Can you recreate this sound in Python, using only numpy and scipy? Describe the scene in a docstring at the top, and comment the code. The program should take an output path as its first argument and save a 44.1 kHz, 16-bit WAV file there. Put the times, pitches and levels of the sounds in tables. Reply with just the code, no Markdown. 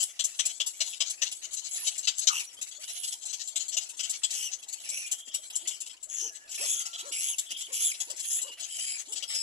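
"""Cormorant colony in leafy trees

Close by, chicks beg with short rasping chaks (pulse bursts through a throat filter) and long hoarse
squeals (a rasp gathering into gliding partials). An adult gives low arched hoots; farther off, nests
chatter, cluck and cry thinly, twigs knock and the wood washes softly. Foliage scatters the calls back
to a small stereo microphone with ringing ports."""
import sys
import numpy as np
from scipy import signal
from scipy.fft import rfft, irfft, next_fast_len
from scipy.io import wavfile
from scipy.ndimage import map_coordinates

SR = 44100
rng = np.random.default_rng(int(sys.argv[2]) if len(sys.argv) > 2 else 0)


def store_pcm(level_fs):
    """Save levels as 16-bit WAV."""
    pcm = np.round(np.clip(level_fs, -1, 1) * 32767).astype(np.int16)
    wavfile.write(sys.argv[1], SR, np.atleast_2d(pcm).T)


N = 415422

# short begging calls of each close chick: start_s, relative level_db, shrillness (share of a wide gape),
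# nasality (share of a tight throat, negative for a loose one)
CHAK_CALLS = {"near": [(0.0, -35.0, 0.5, 0.0), (0.191, -30.0, 0.1, 0.1), (0.389, -28.0, 0.1, -0.1),
              (0.497, -42.0, 0.2, -0.1), (0.599, -28.5, -0.3, 0.1), (0.803, -26.5, -0.2, 0.3),
              (0.928, -45.0, 0.0, -0.1), (1.003, -25.5, -0.4, 0.3), (1.217, -27.0, -0.3, 0.2),
              (1.868, -30.0, 0.2, 0.1), (2.071, -23.5, -0.2, 0.4), (2.27, -22.5, -0.2, 0.6),
              (3.328, -38.0, 0.4, 0.1), (3.557, -33.0, 0.5, 0.2), (3.767, -31.5, 0.3, 0.2),
              (3.992, -32.5, 0.0, -0.2), (4.232, -31.0, 0.2, -0.2), (5.706, -46.0, 0.1, -0.6),
              (5.86, -47.5, 0.4, -0.5), (5.895, -47.0, 0.0, -0.4), (7.94, -45.5, -0.1, -0.3),
              (9.223, -37.0, 0.0, -0.3)], "shrill": [(0.022, -36.0, 1.0, -0.3), (0.239, -36.5, 1.1, -0.1),
              (0.452, -38.5, 1.1, -0.1), (0.661, -38.5, 1.1, 0.0), (1.096, -40.0, 0.8, 0.0),
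              (1.313, -40.0, 0.6, -0.2), (1.53, -47.0, 1.3, 0.2), (1.755, -42.0, 0.8, 0.2),
              (1.977, -42.5, 1.1, 0.4), (2.18, -40.0, 1.0, 0.2), (2.393, -39.5, 0.7, 0.0),
              (2.612, -43.5, 1.0, 0.3), (3.252, -45.0, 0.9, 0.3), (3.471, -44.5, 0.9, 0.5),
              (3.68, -44.5, 0.9, 0.1), (3.888, -49.0, 1.0, 0.1), (4.094, -40.0, 1.1, 0.4),
              (4.304, -40.0, 0.8, 0.3), (4.626, -50.5, 0.5, -0.1), (4.681, -48.5, 1.0, 0.1),
              (4.725, -44.0, 0.8, 0.2), (4.888, -45.5, 1.1, 0.1), (5.112, -38.0, 1.1, -0.2),
              (5.339, -38.0, 0.9, -0.2), (5.553, -43.5, 1.2, 0.0), (5.672, -40.0, 0.9, -0.1),
              (5.802, -46.0, 1.1, 0.0), (6.027, -53.0, 1.2, 0.0), (6.49, -53.5, 0.9, -0.1),
              (7.381, -37.5, 1.0, -0.3), (8.099, -45.0, 0.8, -0.4), (8.161, -52.0, 1.1, 0.3),
              (8.194, -41.5, 0.9, 0.0), (8.415, -43.5, 1.1, -0.1), (8.596, -41.0, 0.5, -0.5),
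              (9.12, -44.0, 0.8, -0.6)], "left": [(0.85, -42.0, 0.4, 0.3), (1.054, -39.0, 0.1, 0.6),
              (1.25, -36.5, -0.2, 0.2), (1.425, -44.5, 0.5, 0.4), (1.562, -42.5, 0.8, 0.8),
              (1.639, -43.5, 0.6, 1.2), (1.84, -40.0, 0.3, 0.3), (2.026, -41.5, 0.3, 1.3),
              (2.208, -36.5, 0.3, 1.3), (3.21, -48.0, 0.2, 0.7), (3.28, -45.0, 0.6, 0.4),
              (3.391, -38.0, 0.3, 1.0), (3.592, -40.0, 0.3, 1.0), (3.715, -39.0, 0.3, 0.5),
              (3.805, -42.0, 0.2, 0.4), (4.025, -38.5, 0.4, 0.0), (4.127, -41.5, -0.1, 0.3),
              (4.325, -40.5, 0.5, 0.7), (4.512, -39.5, 0.1, 1.1), (6.342, -51.0, 0.5, 0.3),
              (8.618, -43.0, 0.4, 0.2), (8.8, -48.5, 0.7, 0.3), (8.977, -44.0, 0.5, 0.7),
              (9.152, -39.5, 0.4, 0.3)], "ahead": [(3.031, -38.0, 0.6, -0.2), (3.071, -40.0, 0.6, 0.0),
              (3.119, -38.0, 0.5, 0.1), (4.797, -47.5, 0.3, -0.1), (5.06, -44.0, 0.7, -0.2),
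              (6.51, -44.0, 0.8, 0.2), (6.543, -41.5, 0.8, 0.0), (6.798, -39.0, 0.6, 0.0),
              (6.852, -39.5, 0.6, 0.3), (7.503, -38.0, 0.5, -0.4), (7.604, -41.0, 0.6, -0.1),
              (8.0, -36.5, 0.6, 0.2), (9.345, -37.5, 0.5, 0.2)], "right": [(2.72, -50.5, 0.1, 0.5),
              (2.885, -42.5, 0.3, 0.1), (2.945, -43.0, 0.1, 0.0), (6.927, -42.0, -0.2, -0.3),
              (6.98, -40.0, 0.2, -0.1), (7.114, -39.5, 0.2, -0.2)]}
# the close chicks: length_s, attack_s, pulse_note_db, left_right_db, lead_at_left_port_s
CHICK_PLACES = {"near": (.026, .0014, -13, 6, .00032), "shrill": (.024, .0018, -12, 1.5, -.00021),
                "left": (.044, .008, -26, 9, .00032), "ahead": (.027, .003, -12, 0, -.00033),
                "right": (.045, .006, -12, -3, -.00034)}
# long begging calls: start_s, end_s, share_before_peak, opening_hz, peak_hz, final_hz, hoarseness (0-1),
# whistle level_db, second_partial_ratio, second_partial_db, higher_partials_db, rasp_db, left_right_db;
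# both levels are relative to their curves below
SQUEAL_CALLS = [(.8, .96, .66, 3500, 3580, 3400, .95, -50, 2, 0, -3, -58, 0),
                (1.68, 1.9, .66, 3500, 3600, 3470, 1, -55, 2, 6, 8, -48, -3),
                (2.3, 2.43, .45, 2800, 2850, 2200, .95, -36.5, 2.1, -5, -11, -45, 0),
                (2.8, 3.17, .66, 3200, 3450, 3010, .94, -47, 2, -8, -5, -48, -9),
                (4.32, 4.5, .74, 2850, 2950, 2550, .33, -38, 2, 0, -12, -37.5, 2),
                (4.84, 5.07, .6, 2500, 2650, 2300, .72, -42.5, 2.27, 3, -5, -47, -1),
                (6.085, 6.31, .62, 3200, 3050, 2650, .8, -49, 2.04, 15, -3, -52, 0),
                (6.57, 6.84, .55, 2750, 3350, 3000, .9, -41.5, 2, 9, -3, -35, -1),
                (7.115, 7.355, .72, 2550, 3400, 2400, .8, -40.5, 2.04, 2, -1, -35.5, 0),
                (7.72, 7.93, .66, 2900, 3480, 1850, .8, -39, 2.06, 4, 2, -34, 0),
                (8.22, 8.41, .76, 3300, 3550, 3100, .6, -50, 2.03, 13, 13, -42, 2),
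                (8.69, 8.99, .7, 2650, 2520, 2250, .85, -45, 2, 2, 1, -41, 3),
                (9.27, 9.48, .5, 2660, 2620, 2400, .25, -52, 2, 16, 6, -47, 3)]
# whistle level at the start, peak and end of a squeal: level_db
WHISTLE_SWELL = (-7, 4, .5)
# rasp level at the start, peak and end of a squeal: level_db
RASP_SWELL = (-4.5, -2.5, -28)
# the adult's hoots: start_s, end_s, top_hz, relative level_db
HOOT_CALLS = [(5.61, 5.68, 365, -62), (6.207, 6.287, 460, -55), (6.592, 6.67, 640, -50),
              (6.725, 6.775, 420, -62), (7.025, 7.122, 600, -53), (7.677, 7.748, 540, -59),
              (8.07, 8.148, 610, -55), (8.425, 8.512, 615, -55.5), (9.07, 9.15, 430, -58)]
# thin cries from other nests: start_s, end_s, opening_hz, final_hz, waver (share of pitch), level_db
NEST_CRIES = [(2.28, 2.345, 1400, 1080, 0.1, -40), (2.46, 2.497, 5900, 5820, 0.006, -50),
              (5.095, 5.45, 3225, 3200, 0.045, -52), (5.5, 5.78, 3230, 3100, 0.05, -51),
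              (6.122, 6.53, 1738, 1700, 0.05, -63), (6.7, 7.15, 1383, 1330, 0.04, -61),
              (7.44, 7.699, 3300, 3150, .08, -48), (8.401, 8.597, 2924, 2950, 0.04, -52)]
# loudness of the rest of the colony: time_s, relative level_db
COLONY_LEVEL = [(.12, -50), (.32, -45), (.98, -50), (1.15, -46), (2.15, -46), (2.52, -50), (2.7, -46),
                (3.5, -48), (3.87, -46), (4.65, -50), (5.72, -45), (6.0, -59), (6.2, -51), (6.46, -58),
                (6.56, -46), (7.45, -47), (8.55, -47), (9.42, -48)]
# knocks on nest twigs: start_s, relative level_db
TWIG_KNOCKS = [(2.587, -60), (5.273, -61.5), (7.505, -62.5), (7.523, -62)]
# a chick's throat, bill half shut: frequency_hz, gain_db
CHICK_THROAT = [(300, -40.5), (700, -24), (1000, -24), (1400, -22), (1700, -23), (2050, -12), (2450, -12.5),
                (2950, 2.5), (3500, -3.5), (4050, -4), (4650, -8), (5400, -4.5), (6050, -3), (7200, -8.5),
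                (8000, -11.5), (8800, -20), (14000, -25)]
# what a wide bill adds: frequency_hz, gain_db
WIDE_BILL = [(3000, -2), (4500, 1.5), (6000, 4.5), (7500, 15.5), (10000, 15), (14000, 12)]
# what a tight throat adds: frequency_hz, gain_db
TIGHT_THROAT = [(2000, 0), (3000, -7), (3600, -4), (4200, 7), (5100, -2), (6500, 5), (7600, -2),
                (10000, -3)]
# a wide-open throat, rasping before the whistle forms: frequency_hz, gain_db
WIDE_THROAT = [(600, -32), (1800, -21), (2500, -3), (3200, 3), (4250, -13), (5150, 3.5), (5800, -4),
               (7500, 2.5), (8900, -8), (10200, -2), (14000, -11)]
# the bill dulls the top of a squeal: frequency_hz, gain_db
BILL_DULLING = [(10800, 0), (12000, -3)]
# colour of distant calls: frequency_hz, gain_db
DISTANCE_COLOUR = [(400, -2), (1200, 5), (2000, 4.5), (3100, -.5), (4700, -1), (7500, .5), (10500, 1.5),
                   (14000, -3)]
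# colour of the distant wood: frequency_hz, gain_db
WOOD_AIR = [(20, -8), (90, -10), (160, -23), (260, -7), (420, -6), (650, -5), (1000, -10), (2000, -9.5),
            (6000, -13.5), (14000, -26)]
# decay of the tail among the trees: frequency_hz, t60_s
TREE_DECAY = [(300, 0.43), (3000, 0.17), (12000, 0.31)]
# ringing of the left microphone port: frequency_hz, gain_db
LEFT_RINGING = [(2500, 0), (6000, 1.5), (6800, 4), (7600, 10), (8000, 5.5), (8400, -2), (9500, -3.5),
                (11000, -10), (14000, -10.5)]
# ringing of the right microphone port: frequency_hz, gain_db
RIGHT_RINGING = [(2500, 1.5), (5000, -3), (6000, -4), (7000, -9), (8000, -7.5), (9000, 1.5), (9700, 4),
                 (10400, 13), (11200, 8), (12300, -1), (14000, 0)]

TOP_HZ = 14400  # band limit of the microphone
HOOT_TOP = .53  # share of a hoot spent rising
JOIN_DB, JOIN_S, JOIN_LAG_S = 6, .085, .08  # neighbours join each squeal: rise, half width, delay
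RIGHT_LEAD_S = -.00033  # lead at the left port for a bird on the right


def amp(db):
    """Decibels to an amplitude factor."""
    return 10 ** (np.asarray(db) / 20)


def unit(x):
    """x scaled to an rms of 1."""
    return x / np.sqrt(np.mean(x ** 2) + 1e-20)


def along(points, hz):
    """Interpolate (Hz, value) points on a log frequency axis."""
    f, v = np.transpose(points)
    return np.interp(np.log(hz + 1), np.log(f), v)


def wobble(n, rate):
    """A smooth random curve of n samples, rate knots a second."""
    knots = rng.standard_normal(int(n * rate / SR) + 4)
    return map_coordinates(knots, [np.arange(n) * rate / SR], mode="nearest")


def ripple(spacing_hz=260):
    """Random peaks and dips over frequency, as a function of Hz."""
    knots = rng.standard_normal(int(SR / 2 / spacing_hz) + 3)
    return lambda hz: map_coordinates(knots, [hz / spacing_hz], mode="nearest")


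def coloured(x, db_at, size=1024):
    """x through the causal (minimum-phase) filter whose gain in dB is db_at(Hz)."""
    cepstrum = irfft(np.log(amp(db_at(np.fft.rfftfreq(size, 1 / SR)))))
    # fold the cepstrum forward in time
    cepstrum[1:size // 2] *= 2
    cepstrum[size // 2 + 1:] = 0
    response = irfft(np.exp(rfft(cepstrum)))
    return signal.fftconvolve(x, response)[:len(x)]


def add(out, call, s, pan_db, lead_s=RIGHT_LEAD_S, path_db=3.5):
    """Place a call: it reaches one port sooner, and twigs colour its path to each port."""
    balance = np.sqrt((amp(pan_db) + amp(-pan_db)) / 2)
    for channel, side in zip(out, (1, -1)):  # left, right
        path = ripple()
        heard = coloured(call, lambda hz: path_db * path(hz) * np.minimum(hz / 2000, 1))
        first = max(0, round((s - side * lead_s / 2) * SR))
        part = channel[first:][:len(call)]
        part += heard[:len(part)] * amp(side * pan_db / 2) / balance


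def rasp(pitch, jitter, breath):
    """Uneven syrinx pulses, each followed by a puff of noise."""
    n = len(pitch)
    cycles = np.cumsum(pitch * np.exp(jitter * wobble(n, 700))) / SR
    pulses = np.diff(np.floor(cycles), prepend=-1) * amp(2 * rng.standard_normal(n))
    puffs = rng.standard_normal(n) * np.exp(-2 * (cycles % 1))
    share = np.clip(breath, 0, 1)
    return np.sqrt(1 - share) * unit(pulses) + np.sqrt(share) * unit(puffs)


def chak(length, shrill, nasal, attack=.0022, throat_spread=.07, start_hz=570, end_hz=780,
         release=.0075, colour_db=2, chest_db=-12, opening=.05):
    """A quickening pulse burst; throat resonances rise as the bill opens, a wider bill is shriller."""
    t = np.arange(int((length + .029) * SR)) / SR
    pitch = np.interp(t, [0, length], [start_hz, end_hz]) * (1 + .15 * shrill)
    pitch = pitch * np.exp(.06 * rng.standard_normal())
    swell = (1 - np.exp(-t / attack)) * np.exp(-np.maximum(t - .72 * length, 0) / release)
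    # no two calls are alike
    stretch = np.exp(throat_spread * rng.standard_normal())
    own = ripple(614)

    def throat(hz):
        bill = shrill * along(WIDE_BILL, hz) + nasal * along(TIGHT_THROAT, hz)
        return along(CHICK_THROAT, hz * stretch) + bill + colour_db * own(hz)

    # the pulse rate itself, a short rising note
    chest = amp(chest_db) * np.sin(2 * np.pi * np.cumsum(pitch) / SR)
    call = coloured(swell * (rasp(pitch, jitter=.07, breath=.22) + chest), throat)
    # reading ever faster slides the resonances up
    speed = 1 + opening * (np.minimum(t / length, 1) - .5)
    return map_coordinates(call, [np.cumsum(speed)], order=5)


def air(level_db=-71, side_db=-7):
    """The soft, restless wash of the distant wood: coloured noise of wandering level."""
    def wash():
        noise = coloured(rng.standard_normal(N), lambda hz: along(WOOD_AIR, hz))
        return unit(noise) * amp(2.1 * wobble(N, 11))

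    mid = wash()
    side = amp(side_db) * wash()
    return amp(level_db) * np.array([mid + side, mid - side])


def clucks(count=80, level_db=-72.5, pitch_hz=750, rise=.18, second_db=-9):
    """From distant nests mostly the low note of a call carries: a bed of soft rising clucks."""
    out = np.zeros((2, N))
    # slot offset, length s, octaves, dB, left-right dB
    draws = rng.uniform([0, .025, -.3, -6, -4], [1, .06, .42, 5, 4], (count, 5))
    for k, (offset, length, octaves, db, pan_db) in enumerate(draws):
        n = int(length * SR)
        glide = 1 + rise * np.linspace(-.5, .5, n) + .08 * wobble(n, 400)
        phase = 2 * np.pi * np.cumsum(pitch_hz * 2 ** octaves * glide) / SR
        note = (np.sin(phase) + amp(second_db) * np.sin(2 * phase)) * np.hanning(n)
        add(out, amp(db) * note, (k + offset) / count * N / SR, pan_db)
    return amp(level_db) * unit(out)


def din_db():
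    """The colony's excitement drifts and flares up just after each squeal begins."""
    t = np.arange(N) / SR
    flares = sum(np.exp(-((t - start - JOIN_LAG_S) / JOIN_S) ** 2) for start, *_ in SQUEAL_CALLS)
    return np.interp(t, *np.transpose(COLONY_LEVEL)) + JOIN_DB * flares


def colony(count=280, level_db=-1.5, spread_db=2.5, path_db=5):
    """Farther nests give blurred chaks, many of them longer, from all sides through more leaves."""
    out = np.zeros((2, N))
    # slot offset, length s, shrillness, nasality, side (-1 right to 1 left)
    draws = rng.uniform([0, .02, 0, -.4, -1], [1, .07, .9, .7, 1], (count, 5))
    for k, (offset, length, shrill, nasal, side) in enumerate(draws):
        call = unit(chak(length, shrill, nasal, throat_spread=.09, opening=.14))
        call *= signal.windows.tukey(len(call), .25) * amp(spread_db * rng.standard_normal())
        distant = coloured(call, lambda hz: along(DISTANCE_COLOUR, hz))
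        s = (k + offset) / count * N / SR
        add(out, distant, s, 1.5 + 7 * side, -side * RIGHT_LEAD_S, path_db)
    return unit(out) * amp(level_db + din_db())


def knocks(t60=.06, pan_db=2):
    """A bird shifts its weight: the nest gives a dull knock, a decaying burst of coloured noise."""
    out = np.zeros((2, N))
    t = np.arange(SR // 10) / SR
    wood = [(120, -39), (230, 2), (500, -6), (1300, -4.5), (5000, -16.5)]  # (Hz, dB)
    for s, db in TWIG_KNOCKS:
        burst = rng.standard_normal(len(t)) * amp(-60 * t / t60)
        knock = unit(coloured(burst, lambda hz: along(wood, hz)))
        add(out, amp(db) * knock / 2, s, pan_db)
    return out


def cries(pan_db=2):
    """Thin cries from other nests: single tones of wavering pitch and quivering level."""
    out = np.zeros((2, N))
    for start, end, hz, final_hz, waver, db in NEST_CRIES:
        n = int((end - start) * SR)
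        pitch = np.linspace(hz, final_hz, n) * (1 + waver * wobble(n, 700))
        phase = 2 * np.pi * np.cumsum(pitch) / SR
        quiver = amp(4 * wobble(n, 140) + 3 * wobble(n, 25))
        cry = unit(np.sin(phase) * quiver) * signal.windows.tukey(n, .4)
        add(out, amp(db) * cry, start, pan_db)
    return out


def hoots(foot_hz=240, pan_db=1, level_db=1):
    """The adult's soft, slightly gruff low note: three partials slide up and down again."""
    out = np.zeros((2, N))
    for start, end, hz, db in HOOT_CALLS:
        t = np.arange(start, end, 1 / SR)
        top = start + HOOT_TOP * (end - start)
        arch = np.sin(np.pi * np.interp(t, [start, top, end], [0, .5, 1]))
        gruff = .07 * wobble(len(t), 500)
        phase = 2 * np.pi * np.cumsum((foot_hz + (hz - foot_hz) * arch) * (1 + gruff)) / SR
        tone = sum(amp(level + 1.9 * wobble(len(t), 143)) * np.sin(k * phase)
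                   for k, level in enumerate([-2.5, -7.5, -11], 1))
        add(out, amp(db + level_db) * unit(tone) * np.abs(arch) ** .75, start, pan_db)
    return out


def squeals(level_db=0, halves_db=-9, formant_hz=380, drop_power=2.8, waver=.3, patchy_db=3.5,
            flutter_db=2.2, sputter_db=2.5, wander=.03):
    """A broad rasp swells into a hoarse squeal, then clears and drops as the chick runs out of air."""
    out = np.zeros((2, N))
    for (start, end, share, first_hz, hz, final_hz, hoarse, db,
         ratio, second_db, high_db, rasp_db, pan_db) in SQUEAL_CALLS:
        peak = start + np.clip(share, .1, .9) * (end - start)
        stages = [start, peak, end]
        n = int((end - start) * SR)
        t = start + np.arange(n) / SR
        rough = np.clip(hoarse * np.interp(t, stages, [1.5, .95, .15]), 0, 1)

        # pitch: hold, glide to the peak, drop
        rise = np.interp(t, [(2 * start + peak) / 3, peak], [0, np.pi / 2])
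        fall = np.clip((t - peak) / (end - peak), 0, 1)
        glide = first_hz + (hz - first_hz) * np.sin(rise) ** 2 + (final_hz - hz) * fall ** drop_power
        glide = glide * np.exp(wander * np.sqrt(rough) * wobble(n, 60))
        phase = 2 * np.pi * np.cumsum(glide * np.exp(.09 * rough * wobble(n, 1100))) / SR

        # the higher partials mellow during the fall
        partials = [(1, 0), (ratio, second_db), (3, high_db), (4, high_db - 3)]
        mellow_db = -11 * fall ** 2
        tone = sum(amp(level + (k - 1) * mellow_db + 2 * wobble(n, 40))
                   * np.sin(k * phase + waver * (k - 1) * wobble(n, 900)) for k, level in partials)
        # a rough syrinx doubles its period
        tone += rough * amp(halves_db + second_db / 2) * np.sin(phase + phase / 2)

        def pipe(f):
            """Windpipe resonances around the partials."""
            power = sum(amp(level) ** 2 / (1 + ((f - k * hz) / (formant_hz * np.sqrt(k))) ** 2) ** 2.5
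                        for k, level in partials)
            return 10 * np.log10(power)

        # the rasp rings in these resonances, which slide along with the whistle
        pulses = rasp(np.full(n, 600), jitter=.2, breath=.35)
        ringing = coloured(pulses, pipe)
        sliding = map_coordinates(ringing, [np.cumsum(glide / hz)], order=5, mode="mirror")
        grit = np.std(tone) * unit(sliding)
        whistle = np.sqrt(1 - rough) * tone + np.sqrt(rough) * grit
        whistle = amp(db + np.interp(t, stages, WHISTLE_SWELL)) * whistle

        own = ripple()  # the throat is held differently in every squeal
        body = coloured(pulses, lambda f: along(WIDE_THROAT, f) + patchy_db * own(f))
        body = amp(rasp_db + np.interp(t, stages, RASP_SWELL)) * unit(body)

        # hoarse parts sputter, clear parts flutter
        sputter = np.sqrt(rough) * sputter_db * wobble(n, 420)
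        flutter = np.sqrt(1 - rough) * flutter_db * wobble(n, 250)
        call = (whistle + body) * unit(amp(sputter + flutter)) * signal.windows.tukey(n, .12)
        call = coloured(call, lambda f: along(BILL_DULLING, f))
        add(out, amp(level_db) * call, start, pan_db, path_db=2.2)
    return out


def chaks(level_db=11.7):
    """The nearest chicks beg, each from its own place; bill and throat are set anew for every call."""
    out = np.zeros((2, N))
    for chick, calls in CHAK_CALLS.items():
        length, attack, chest_db, pan_db, lead_s = CHICK_PLACES[chick]
        for s, db, shrill, nasal in calls:
            call = chak(length, shrill, nasal, attack, throat_spread=.02, chest_db=chest_db)
            add(out, amp(db + level_db) * call, s, pan_db, lead_s, path_db=3)
    return out


def foliage(x, near_db=-8.5, far_db=-12, near_t60=.068, onset=.015):
    """Nearby twigs scatter each call at once; the trees return a short tail."""
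    hz, t, z = signal.stft(rng.standard_normal((2, SR // 2)), SR, nperseg=256)
    decay = amp(-60 * t / along(TREE_DECAY, hz)[:, None])
    tail = signal.istft(z * decay, SR, nperseg=256)[1]
    t = np.arange(tail.shape[1]) / SR
    twigs = rng.standard_normal(tail.shape) * amp(-60 * t / near_t60)
    tail = tail * (1 - np.exp(-t / onset))
    echo = amp(near_db) * twigs / np.linalg.norm(twigs[0]) + amp(far_db) * tail / np.linalg.norm(tail[0])
    return signal.fftconvolve(x, echo, axes=1)[:, :N]


def scene():
    """All birds and knocks, their scatter in the foliage, and the air of the wood."""
    birds = clucks() + colony() + knocks() + cries() + hoots() + squeals() + chaks()
    return air() + birds + foliage(birds)


def record(dry):
    """Each microphone port rings at its own frequency; nothing passes the band limit."""
    ports = np.array([coloured(x, lambda hz: along(port, hz))
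                      for x, port in zip(dry, (LEFT_RINGING, RIGHT_RINGING))])
    m = next_fast_len(N + SR // 2)
    passed = np.fft.rfftfreq(m, 1 / SR) < TOP_HZ
    return irfft(rfft(ports, m) * passed, m)[:, :N]


dry = scene()
out = record(dry)
store_pcm(out)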